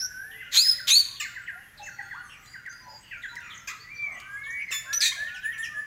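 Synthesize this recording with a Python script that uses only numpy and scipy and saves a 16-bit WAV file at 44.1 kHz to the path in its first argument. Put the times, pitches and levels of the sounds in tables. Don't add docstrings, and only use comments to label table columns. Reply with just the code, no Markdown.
import sys
import numpy as np
from scipy import signal
from scipy.fft import rfft, irfft, next_fast_len
from scipy.io import wavfile

SR = 44100
rng = np.random.default_rng(int(sys.argv[2]) if len(sys.argv) > 2 else 0)


def pcm_store(signal):
    levels = np.round(np.clip(np.atleast_2d(signal), -1, 1) * 32767)
    wavfile.write(sys.argv[1], SR, levels.astype(np.int16).T)


N = 258414

# pitch_hz, level_db
HUSH_SPECTRUM = [(15, -30), (25, 0), (125, 0), (200, -5), (400, -14), (700, -16), (1200, -13), (1750, -4),
                 (2400, -12), (4000, -22), (6800, -20), (9000, -30), (13000, -28), (15800, -30)]
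HUSH_DB = -56
# pitch_hz, t60_s
WALL_RING = [(500, 0.43), (1800, 0.88), (4500, 0.62), (8000, 0.53), (15000, 0.69)]

# start_s, length_s, pitch_hz, level_db
TRILLS = [(4.048, 0.16, 759, -50), (5.142, 0.14, 704.5, -50.5)]

# start_s, level_db, tilt (1 falls all the way, under 0 rises), pitch_share, jitter_share
CHUCKS = [(1.195, -33, 1, 1.01, 0.019), (3.67, -37, -0.514, .93, .06), (4.709, -34.5, 0.89, 0.99, 0.0596)]
# delay_s, length_s, start_hz, end_hz, level_db, overtones_db
CHUCK_SWEEPS = [(0.0022, .022, 3080, 2280, 1, -5), (0.00038, 0.0277, 8000, 6300, -2.5, -9.5),
                (0.0023, 0.0238, 1930, 1630, -4.5, -6), (.005, 0.033, 1230, 1150, -12.5, 8),
                (.016, .042, 2000, 2200, -5, -7)]
# start_s, level_db, overtones_db
SWOOPS = [(5.179, -58, -22), (5.264, -47, -25), (5.336, -45.5, -6), (5.418, -48.5, -17), (5.514, -47, -31),
          (5.62, -41.5, -7.5)]
SWOOP_S, SWOOP_START_HZ, SWOOP_END_HZ = 0.054, 3570, 2150
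# start_s, length_s, start_hz, level_db, overtones_db
CHIPS = [(0.305, 0.046, 3590, -52, -30), (1.148, .033, 3850, -48.5, -18), (1.46, 0.035, 2980, -49, -25),
         (1.77, .04, 4490, -51, -13), (2.281, .09, 3116, -50, -17), (3.105, 0.065, 2835, -42.5, -34),
         (3.216, 0.04, 4020, -49.5, -10), (3.389, .14, 2836, -52, -35), (3.495, 0.053, 3855, -46, -17),
         (4.43, 0.049, 3930, -53, -22), (4.594, .048, 2867, -44.5, -18)]
CHIP_FALL, CHIP_JITTER = 0.25, 0.0675
# start_s, length_s, pitch_hz, level_db, overtones_db
WHEEZES_AND_HISSES = [(0.033, 0.44, 11320, -58, -40), (.349, .17, 2720, -52.5, -28),
                      (1.036, 0.14, 1069, -60.5, -14), (1.439, 0.36, 11150, -65.5, -40),
                      (2.835, 0.15, 846, -54.5, -47), (2.85, .12, 580, -62.5, -30),
                      (3.013, 0.11, 2900, -57.5, -41), (3.425, 0.2, 1995, -52, -16),
                      (3.42, 0.18, 1272, -54.5, -5), (3.681, 0.093, 1290, -46.5, -2.5),
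                      (3.948, 0.53, 1187, -55.5, -29), (4.125, 0.16, 2840, -55, -33),
                      (4.799, 0.24, 620, -64.5, -32), (5.576, 0.036, 7600, -53, -10)]
WHEEZE_JITTER = 0.0654
# start_s, length_s, start_hz, end_hz, level_db, overtones_db
PIPS = [(1.205, 0.036, 4020, 4010, -47, -30), (1.505, 0.13, 681, 810, -60, -26),
        (1.784, 0.55, 4426, 4330, -63.5, -12), (1.791, 0.046, 856, 799, -43, -21),
        (1.803, 0.1, 2662, 2622, -47.5, -12.5), (1.829, 0.023, 6050, 6880, -48, -28),
        (1.857, 0.027, 7480, 5880, -47, -13), (1.984, 0.034, 826, 817, -44.5, -9),
        (2.133, 0.045, 766, 1586, -45, -13.5), (2.164, 0.06, 1364, 1520, -40.5, -21),
        (2.19, 0.17, 10500, 10660, -66, -40), (2.453, 0.13, 4670, 4860, -56, -11),
        (2.682, 0.17, 4770, 4890, -56, -13), (2.688, 0.041, 5930, 6540, -51, -25),
        (2.869, 0.13, 5006, 4740, -51, -52), (2.858, .22, 7110, 6430, -65, -23),
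        (3.279, 0.052, 3940, 3990, -51.5, -27), (3.538, .03, 7220, 5820, -51.5, -27),
        (3.574, .012, 7100, 5960, -45, -21), (3.793, 0.048, 4295, 4760, -50, -30),
        (3.954, 0.047, 4500, 4660, -53.5, -40), (4.501, 0.018, 5550, 7550, -48.5, -24),
        (4.677, 0.037, 2138, 2024, -37.5, -19.5), (5.115, 0.021, 1004, 1160, -46.5, 15),
        (5.636, .024, 6300, 4980, -44.5, -18), (5.646, 0.019, 7700, 5700, -50, -17)]
PIP_JITTER = 0.019

# time_s, pitch_hz, level_db (before WHISTLE_DB)
WHISTLES = [
    [(0.01, 1560, -49), (0.036, 1508, -34.5), (0.112, 1467, -51.5), (0.174, 1517, -38),
     (0.326, 1848, -46.5), (0.358, 2014, -43.5), (0.48, 2062, -48)],
    [(3.84, 1944, -45.5), (3.884, 2030, -50), (3.914, 2369, -42), (4.04, 2340, -31.5), (4.144, 2026, -47),
     (4.156, 1975, -38.5), (4.18, 1911, -52)],
    [(4.37, 2110, -43), (4.42, 2203, -45), (4.444, 2191, -38), (4.482, 2237, -42), (4.596, 2262, -33),
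     (4.618, 2241, -33), (4.67, 2130, -51)],
]
WHISTLE_DB = -1.5
# start_s, level_db
SLIDES = [(.403, -33.5), (0.517, -33.5), (0.646, -34), (.777, -31), (1.236, -32), (1.355, -30.5),
          (1.475, -29), (1.863, -33), (1.983, -31), (2.104, -31), (2.535, -34), (2.655, -30.5),
          (3.108, -30.5), (3.23, -29.5), (3.361, -30.5)]
# time_after_start_s, pitch_hz, level_db
SLIDE_COURSE = [(0, 2164, -19), (.01, 1966, -4.5), (.02, 1710, -9), (.029, 1549, -6), (.039, 1487, -30),
                (.075, 1411, -17), (.1, 1480, -34)]

# start_s, level_db
CLICKS = [(1.199, -56), (2.459, -46.5), (2.661, -48.5), (2.728, -49.5), (3.355, -41.5), (3.405, -49),
          (3.673, -40.5), (4.024, -53), (4.2, -40.5), (4.708, -38), (4.726, -46), (4.927, -43),
          (5.004, -45), (5.581, -43.5), (5.645, -54)]
# pitch_hz, level_db
CLICK_SPECTRUM = [(200, -8), (2000, 0), (7000, -2), (10000, -12), (15000, -15)]

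# time_s, pitch_hz, level_db
LONG_NOTE = [(4.22, 1494, -55), (4.304, 1608, -42), (4.374, 1653, -37), (4.452, 1707, -52),
             (4.468, 1749, -36.5), (4.602, 2091, -40.5), (4.62, 2160, -39)]
LONG_NOTE_OVERTONES_DB = -2
# time_s, pitch_hz, level_db
SQUEAK = [(4.723, 1850, -29.5), (4.732, 1759, -32.5), (4.749, 1748, -31), (4.788, 1746, -39),
          (4.84, 1760, -69)]
# multiple, level_db
REED_PARTIALS = [(1, -2.5), (2, 2.5), (3, -5), (4, 1), (5, -21), (6, -12), (7, -15), (8, -10), (9, -22)]
# start_s, length_s, start_hz, end_hz, level_db, peak_share of the length, overtones_db
SONG_NOTES = [(4.86, .108, 1504, 1834, -33, 0.52, -10), (4.896, 0.17, 1315, 1435, -45, 0.22, -25),
              (4.989, .1, 1598, 1940, -29.5, 0.46, 0), (5.163, 0.14, 1587, 1901, -29.5, 0.37, -11),
              (5.27, 0.18, 1408, 1544, -40, .55, -25), (5.43, .1, 1657, 1940, -26.5, .3, -0.5),
              (5.573, 0.097, 1710, 1900, -28.5, 0.34, 2.5), (5.738, 0.11, 1685, 1783, -29.5, 0.35, -8)]
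NOTE_START_DB, NOTE_END_DB = -15.5, -13
NOTE_BEND = 0.85
# pitch_hz, level_db
BEAK_SPECTRUM = [(3400, -30), (5200, -61), (7000, -23.5), (8000, -59), (9000, -33.5), (10600, -19.5),
                 (12200, -40), (14000, -43), (15500, -30)]

SQUAWK_S, SQUAWK_LENGTH_S, SQUAWK_DB, SQUAWK_FADE_DB_PER_S = 5.005, 0.11, -23.5, 101
SQUAWK_START_HZ, SQUAWK_END_HZ, SQUAWK_FALL_S, SQUAWK_JITTER = 5140, 3675, 0.023, 0.014
RATTLE_DB, RATTLE_ATTACK_S, RATTLE_RELEASE_S = -24.5, 0.016, 0.057
TEAR = 0.63
# pitch_hz, level_db
SQUAWK_RASP = [(500, -32), (1200, -30), (1700, -2.5), (2500, 6), (2950, -8.5), (3400, 5), (4700, 5.5),
               (5330, -14), (5850, 7), (6800, 3), (8200, 0), (9000, -14.5), (10700, -6.5), (12300, -16),
               (15500, -15)]

# breakout_s, length_s, start_hz, top_hz, climb_s, final_sag_hz, tone_db, accent_db, dip_db (under 0 lifts),
# second_voice_hz, second_voice_db re tone, rasp_db, rasp_lead_s, rasp_swell_s, jitter_share
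SCREECHES = [(0, 0.083, 5430, 5764, 0.048, 59.6, -30.5, 0, 4, 2970, -36, -50, 0.0092, 0.0092, .022),
             (0.571, 0.17, 3885, 5088, .082, 240, -19.5, 6, 4.5, 2710, -1.5, -22, 0.066, 0.052, 0.007),
             (0.905, .119, 3567, 4544, .084, 480, -18.5, -0.5, -2.5, 2668, 4, -22.5, .04, 0.018, 0.0036),
             (4.932, .068, 5727, 6023, .048, 60, -26.5, 1, 11, 3086, -13, -33, 0.0058, 0.0038, 0.002)]
# multiple_of_pitch, multiple_of_second_voice, level_db
VOICE_MIXTURE = [(1, 0, -0.5), (2, 0, -18.5), (3, 0, -22.5), (0, 1, -19), (1, 1, -7), (2, 1, -18.5),
                 (1, 2, -35), (2, 2, -44.5)]
# pitch_hz, level_db
SCREECH_RASP = [(350, -71), (600, -24.5), (968, -26.5), (1220, -17.5), (1820, -12), (2000, -11), (2560, -4),
                (2850, -16.5), (3140, -4), (3700, 0.5), (5430, -10.5), (6750, -3), (9510, -26),
                (11400, -14), (15800, -23)]
TONE_ATTACK_S, TONE_RELEASE_S, TONE_FADE_DB_PER_S, SAG_S = 0.002, 0.0206, 9, 0.0286
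ACCENT_S, DIP_AT_S, DIP_WIDTH_S = 0.016, 0.069, 0.015
WAVER, WAVER_HZ = 0.008, 60
CHAOS_JITTER, SETTLE_S = 0.01, 0.016
SECOND_CLIMB = 0.48
SECOND_HOLD_S, SECOND_FADE_S, SECOND_DROP_DB = 0.041, 0.035, 26
RASP_DECAY_S, RASP_UNDER_TONE_DB = 0.011, -35.5
SCRAPE_PITCH, SCRAPE_JITTER, SCRAPE_DB = 0.93, 0.109, -5.5

EDGE_HZ = 15850


def amp(db):
    return 10 ** (np.asarray(db) / 20)


def evened(x):
    return x / np.sqrt(np.mean(x ** 2) + 1e-20)


def read(points, hz):
    f, value = np.transpose(points)
    return np.interp(np.log(hz + 1), np.log(f + 1), value)


def curves(rows):
    s, *columns = np.transpose(rows)
    t = np.arange(s[0], s[-1], 1 / SR)
    return [np.interp(t, s, c) for c in columns]


def add(mix, s, sound):
    part = mix[max(round(s * SR), 0):][:len(sound)]
    softened = sound * signal.windows.tukey(len(sound), min(1, 80 / len(sound)))
    part += softened[:len(part)]


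def colour(x, points):
    gain = amp(read(points, np.fft.rfftfreq(len(x), 1 / SR)))
    return evened(irfft(rfft(x) * gain, len(x)))


def wander(size, rate_hz):
    length = next_fast_len(size + 4096)
    hz = np.fft.rfftfreq(length, 1 / SR)
    smooth = rfft(rng.standard_normal(length)) * np.exp(-(hz / rate_hz) ** 2)
    return evened(irfft(smooth, length))[:size]


def swing(hz, jitter, rate_hz):
    return 2 * np.pi * np.cumsum(hz * (1 + jitter * wander(len(hz), rate_hz))) / SR


def partial(phase, hz):
    return np.sqrt(2) * np.sin(phase) * (hz < SR / 2)


def gate(t, length, attack, release):
    rise = np.sin(np.pi / 2 * np.clip(t / attack, 0, 1))
    return rise * np.sin(np.pi / 2 * np.clip((length - t) / release, 0, 1)) ** 2


def background():
    hush = amp(HUSH_DB) * colour(rng.standard_normal(N), HUSH_SPECTRUM) * amp(0.76 * wander(N, 5.4))
    hum = amp(-64.5 + 1.3 * wander(N, 4.9)) * np.sin(swing(np.full(N, 120.), 0.0385, 11.2))
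    whine_hz = 13450 + 70 * wander(N, 1)
    whine = amp(-73 + 3 * wander(N, 12)) * np.sin(swing(whine_hz, 0.001, 300))
    return hush + hum + whine


def chatter(low_hz, high_hz, db, length, fall, count):
    out = np.zeros(N)
    for when, place, span, bend, loud in rng.random((count, 5)):
        u = np.linspace(0, 1, round(length * (0.5 + span) * SR))
        middle_hz = low_hz + place * (high_hz - low_hz)
        hz = middle_hz * np.exp(-fall * (2 * bend - 0.5) * (u - 0.5))
        call = np.sin(np.pi * u) * np.sin(swing(hz, 0.0052, 360))
        add(out, when * N / SR, amp(db - 10 * loud) * call)
    return out


def trills():
    out = np.zeros(N)
    for s, length, hz, db in TRILLS:
        t = np.arange(round(length * SR)) / SR
        cycle = (t * 50) % 1
        phase = swing(hz * (0.74 + 0.35 * cycle), 0.06, 300)
        pulses = np.sin(np.pi * cycle) ** 4 * np.sin(phase)
        add(out, s, amp(db) * signal.windows.tukey(len(t), 0.4) * pulses)
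    return out


def sweep(length, start_hz, end_hz, overtone_db, jitter):
    u = np.linspace(0, 1, round(length * SR))
    hz = start_hz * (end_hz / start_hz) ** u
    phase = swing(hz, jitter, start_hz / 5)
    overtones = sum(amp(overtone_db - 7.9 * (k - 1.5)) * partial(k * phase, k * hz) for k in range(2, 6))
    return signal.windows.tukey(len(u), 0.6) * (partial(phase, hz) + overtones)


def sweeps_and_level_sounds():
    out = np.zeros(N)
    for s, db, tilt, pitch, jitter in CHUCKS:
        for delay, length, start_hz, end_hz, part_db, overtone_db in CHUCK_SWEEPS:
            middle_hz = pitch * (start_hz + end_hz) / 2
            half_fall_hz = tilt * (start_hz - end_hz) / 2
            note = sweep(length, middle_hz + half_fall_hz, middle_hz - half_fall_hz, overtone_db, jitter)
            add(out, s + delay, amp(db + part_db) * note)
    for s, db, overtone_db in SWOOPS:
        add(out, s, amp(db) * sweep(SWOOP_S, SWOOP_START_HZ, SWOOP_END_HZ, overtone_db, jitter=0.028))
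    for s, length, hz, db, overtone_db in CHIPS:
        add(out, s, amp(db) * sweep(length, hz, hz * (1 - CHIP_FALL), overtone_db, CHIP_JITTER))
    for s, length, hz, db, overtone_db in WHEEZES_AND_HISSES:
        add(out, s, amp(db) * sweep(length, hz, hz, overtone_db, WHEEZE_JITTER))
    for s, length, start_hz, end_hz, db, overtone_db in PIPS:
        add(out, s, amp(db) * sweep(length, start_hz, end_hz, overtone_db, PIP_JITTER))
    return out


def whistles():
    out = np.zeros(N)
    for rows in WHISTLES:
        hz, db = curves(rows)
        add(out, rows[0][0], amp(WHISTLE_DB + db) * partial(swing(hz, 0.0028, 95), hz))
    hz, shape_db = curves(SLIDE_COURSE)
    for s, db in SLIDES:
        flutter_db = 2 * wander(len(hz), 60)
        add(out, s, amp(db + shape_db + flutter_db) * partial(swing(hz, 0.016, 150), hz))
    return out


def clicks():
    out, t = np.zeros(N), np.arange(1024) / SR
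    for s, db in CLICKS:
        snap = colour(rng.standard_normal(len(t)), CLICK_SPECTRUM)
        add(out, s, amp(db) * snap * np.exp(-t / 0.0042))
    return out


def sung(hz, overtone_db):
    phase = swing(hz, 0.0069, 130)
    overtones = sum(amp(read(BEAK_SPECTRUM, k * hz)) * partial(k * phase, k * hz) for k in range(2, 10))
    return partial(phase, hz) + amp(overtone_db) * overtones


def song():
    out = np.zeros(N)
    hz, db = curves(LONG_NOTE)
    add(out, LONG_NOTE[0][0], amp(db) * sung(hz, LONG_NOTE_OVERTONES_DB))
    hz, db = curves(SQUEAK)
    phase = swing(hz, 0.0017, 300)
    reed = sum(amp(k_db) * np.sin(round(k) * phase) for k, k_db in REED_PARTIALS)
    add(out, SQUEAK[0][0], amp(db) * evened(reed))
    for s, length, start_hz, end_hz, db, peak, overtone_db in SONG_NOTES:
        u = np.linspace(0, 1, round(length * SR))
        swell_db = np.interp(u, [0, peak, 1], [NOTE_START_DB, 0, NOTE_END_DB])
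        hz = start_hz + (end_hz - start_hz) * u ** NOTE_BEND
        add(out, s, amp(db + swell_db) * sung(hz, overtone_db))
    return out


def rasp(size, spectrum, pulse_hz, depth):
    flaps = np.exp(depth * np.cos(swing(np.full(size, pulse_hz), 0.275, 166)))
    return colour(flaps * rng.standard_normal(size), spectrum)


def squawk():
    out, t = np.zeros(N), np.arange(0, SQUAWK_LENGTH_S, 1 / SR)
    hz = SQUAWK_END_HZ + (SQUAWK_START_HZ - SQUAWK_END_HZ) * np.exp(-t / SQUAWK_FALL_S)
    rattling = gate(t, SQUAWK_LENGTH_S, RATTLE_ATTACK_S, RATTLE_RELEASE_S)
    phase = swing(hz, SQUAWK_JITTER * (0.5 + rattling), 830)
    tone = partial(phase, hz) + amp(-20.5) * partial(2 * phase, 2 * hz)
    tone *= 1 + TEAR * rattling * wander(len(t), 450)
    rattle = rattling * rasp(len(hz), SQUAWK_RASP, pulse_hz=280, depth=0.55)
    fading_db = SQUAWK_DB - SQUAWK_FADE_DB_PER_S * t
    add(out, SQUAWK_S, amp(fading_db) * tone + amp(RATTLE_DB) * rattle)
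    return out


def two_voices(hz, second_hz, second_db, jitter):
    first, second = swing(hz, jitter, 840), swing(second_hz, jitter, 900)
    tone = amp(RASP_UNDER_TONE_DB) * rasp(len(hz), SCREECH_RASP, pulse_hz=261.0, depth=0.53)
    for m, n, partial_db in VOICE_MIXTURE:
        m, n = round(m), round(n)
        flutter_db = 1.6 * wander(len(hz), 122.9)
        level_db = partial_db + flutter_db + second_db * (n > 0)
        tone += amp(level_db) * partial(m * first + n * second, m * hz + n * second_hz)
    return tone


def chaotic_burst(t, start_hz, lead, swell):
    scrape_hz = np.full(len(t), SCRAPE_PITCH * start_hz)
    chaos = rasp(len(t), SCREECH_RASP, pulse_hz=260, depth=0.6)
    chaos += amp(SCRAPE_DB) * partial(swing(scrape_hz, SCRAPE_JITTER, 840), scrape_hz)
    return np.minimum(t / swell, 1) ** 2 * np.exp(-np.maximum(t - lead, 0) / RASP_DECAY_S) * chaos


def screeches():
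    out = np.zeros(N)
    for (s, length, start_hz, top_hz, climb, sag_hz, db, accent_db, dip_db,
         second_top_hz, second_start_db, rasp_db, lead, swell, calm_jitter) in SCREECHES:
        t = np.arange(0, length, 1 / SR)
        slack = (1 - start_hz / top_hz) * (1 - np.sin(np.pi / 2 * np.minimum(t / climb, 1)))
        hz = top_hz * (1 - slack + WAVER * wander(len(t), WAVER_HZ))
        hz -= sag_hz * np.maximum(1 - (length - t) / SAG_S, 0) ** 2
        second_hz = second_top_hz * (1 - SECOND_CLIMB * slack)
        level_db = db - TONE_FADE_DB_PER_S * t + accent_db * np.exp(-t / ACCENT_S)
        level_db -= dip_db * np.exp(-((t - DIP_AT_S) / DIP_WIDTH_S) ** 2)
        second_db = second_start_db - SECOND_DROP_DB * np.clip((t - SECOND_HOLD_S) / SECOND_FADE_S, 0, 1)
        jitter = calm_jitter + CHAOS_JITTER * np.exp(-t / SETTLE_S)
        tone = two_voices(hz, second_hz, second_db, jitter)
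        add(out, s, amp(level_db) * gate(t, length, TONE_ATTACK_S, TONE_RELEASE_S) * tone)
        add(out, s - lead, amp(rasp_db) * chaotic_burst(t, start_hz, lead, swell))
    return out


def yard(x, early_db, tail_db):
    taps = np.zeros(SR)
    at = np.arange(600, SR - 20, 20)
    taps[at + rng.integers(0, 20, len(at))] = rng.choice([-1., 1.], len(at))
    hz, t, z = signal.stft(taps, SR, nperseg=256)
    decay = amp(-60 * t / read(WALL_RING, hz)[:, None])
    tail = signal.istft(z * decay, SR, nperseg=256)[1]
    echo = amp(tail_db) * tail / np.linalg.norm(tail)
    near = (rng.uniform(0.002, 0.03, size=8) * SR).astype(int)
    echo[near] += amp(early_db) * rng.choice([-1., 1.], len(near)) / np.sqrt(len(near))
    return x + signal.fftconvolve(x, echo)[:N]


def scene():
    twitter = chatter(5300, 8200, db=-57.0, length=0.023, fall=0.063, count=70)
    warble = chatter(2300, 5000, db=-60.5, length=0.031, fall=0.12, count=36)
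    fluting = chatter(950, 2200, db=-52, length=0.07, fall=0.14, count=36)
    coos = chatter(420, 1100, db=-64.5, length=0.101, fall=0.092, count=26)
    distant = yard(twitter + warble + fluting + coos, early_db=4, tail_db=4)
    far = yard(whistles() + sweeps_and_level_sounds() + trills(), early_db=-4, tail_db=-6)
    singing = yard(song(), early_db=-6, tail_db=-8)
    loud = yard(screeches() + squawk() + clicks(), early_db=-6.5, tail_db=-11)
    return (background() + distant + far + singing + loud)[None]


def record(dry):
    bent = dry + 0.025 * dry ** 2
    low_pass = signal.firwin(511, EDGE_HZ, window=("kaiser", 9), fs=SR)
    return signal.oaconvolve(bent, low_pass[None], "same")


dry = scene()
out = record(dry)
pcm_store(out)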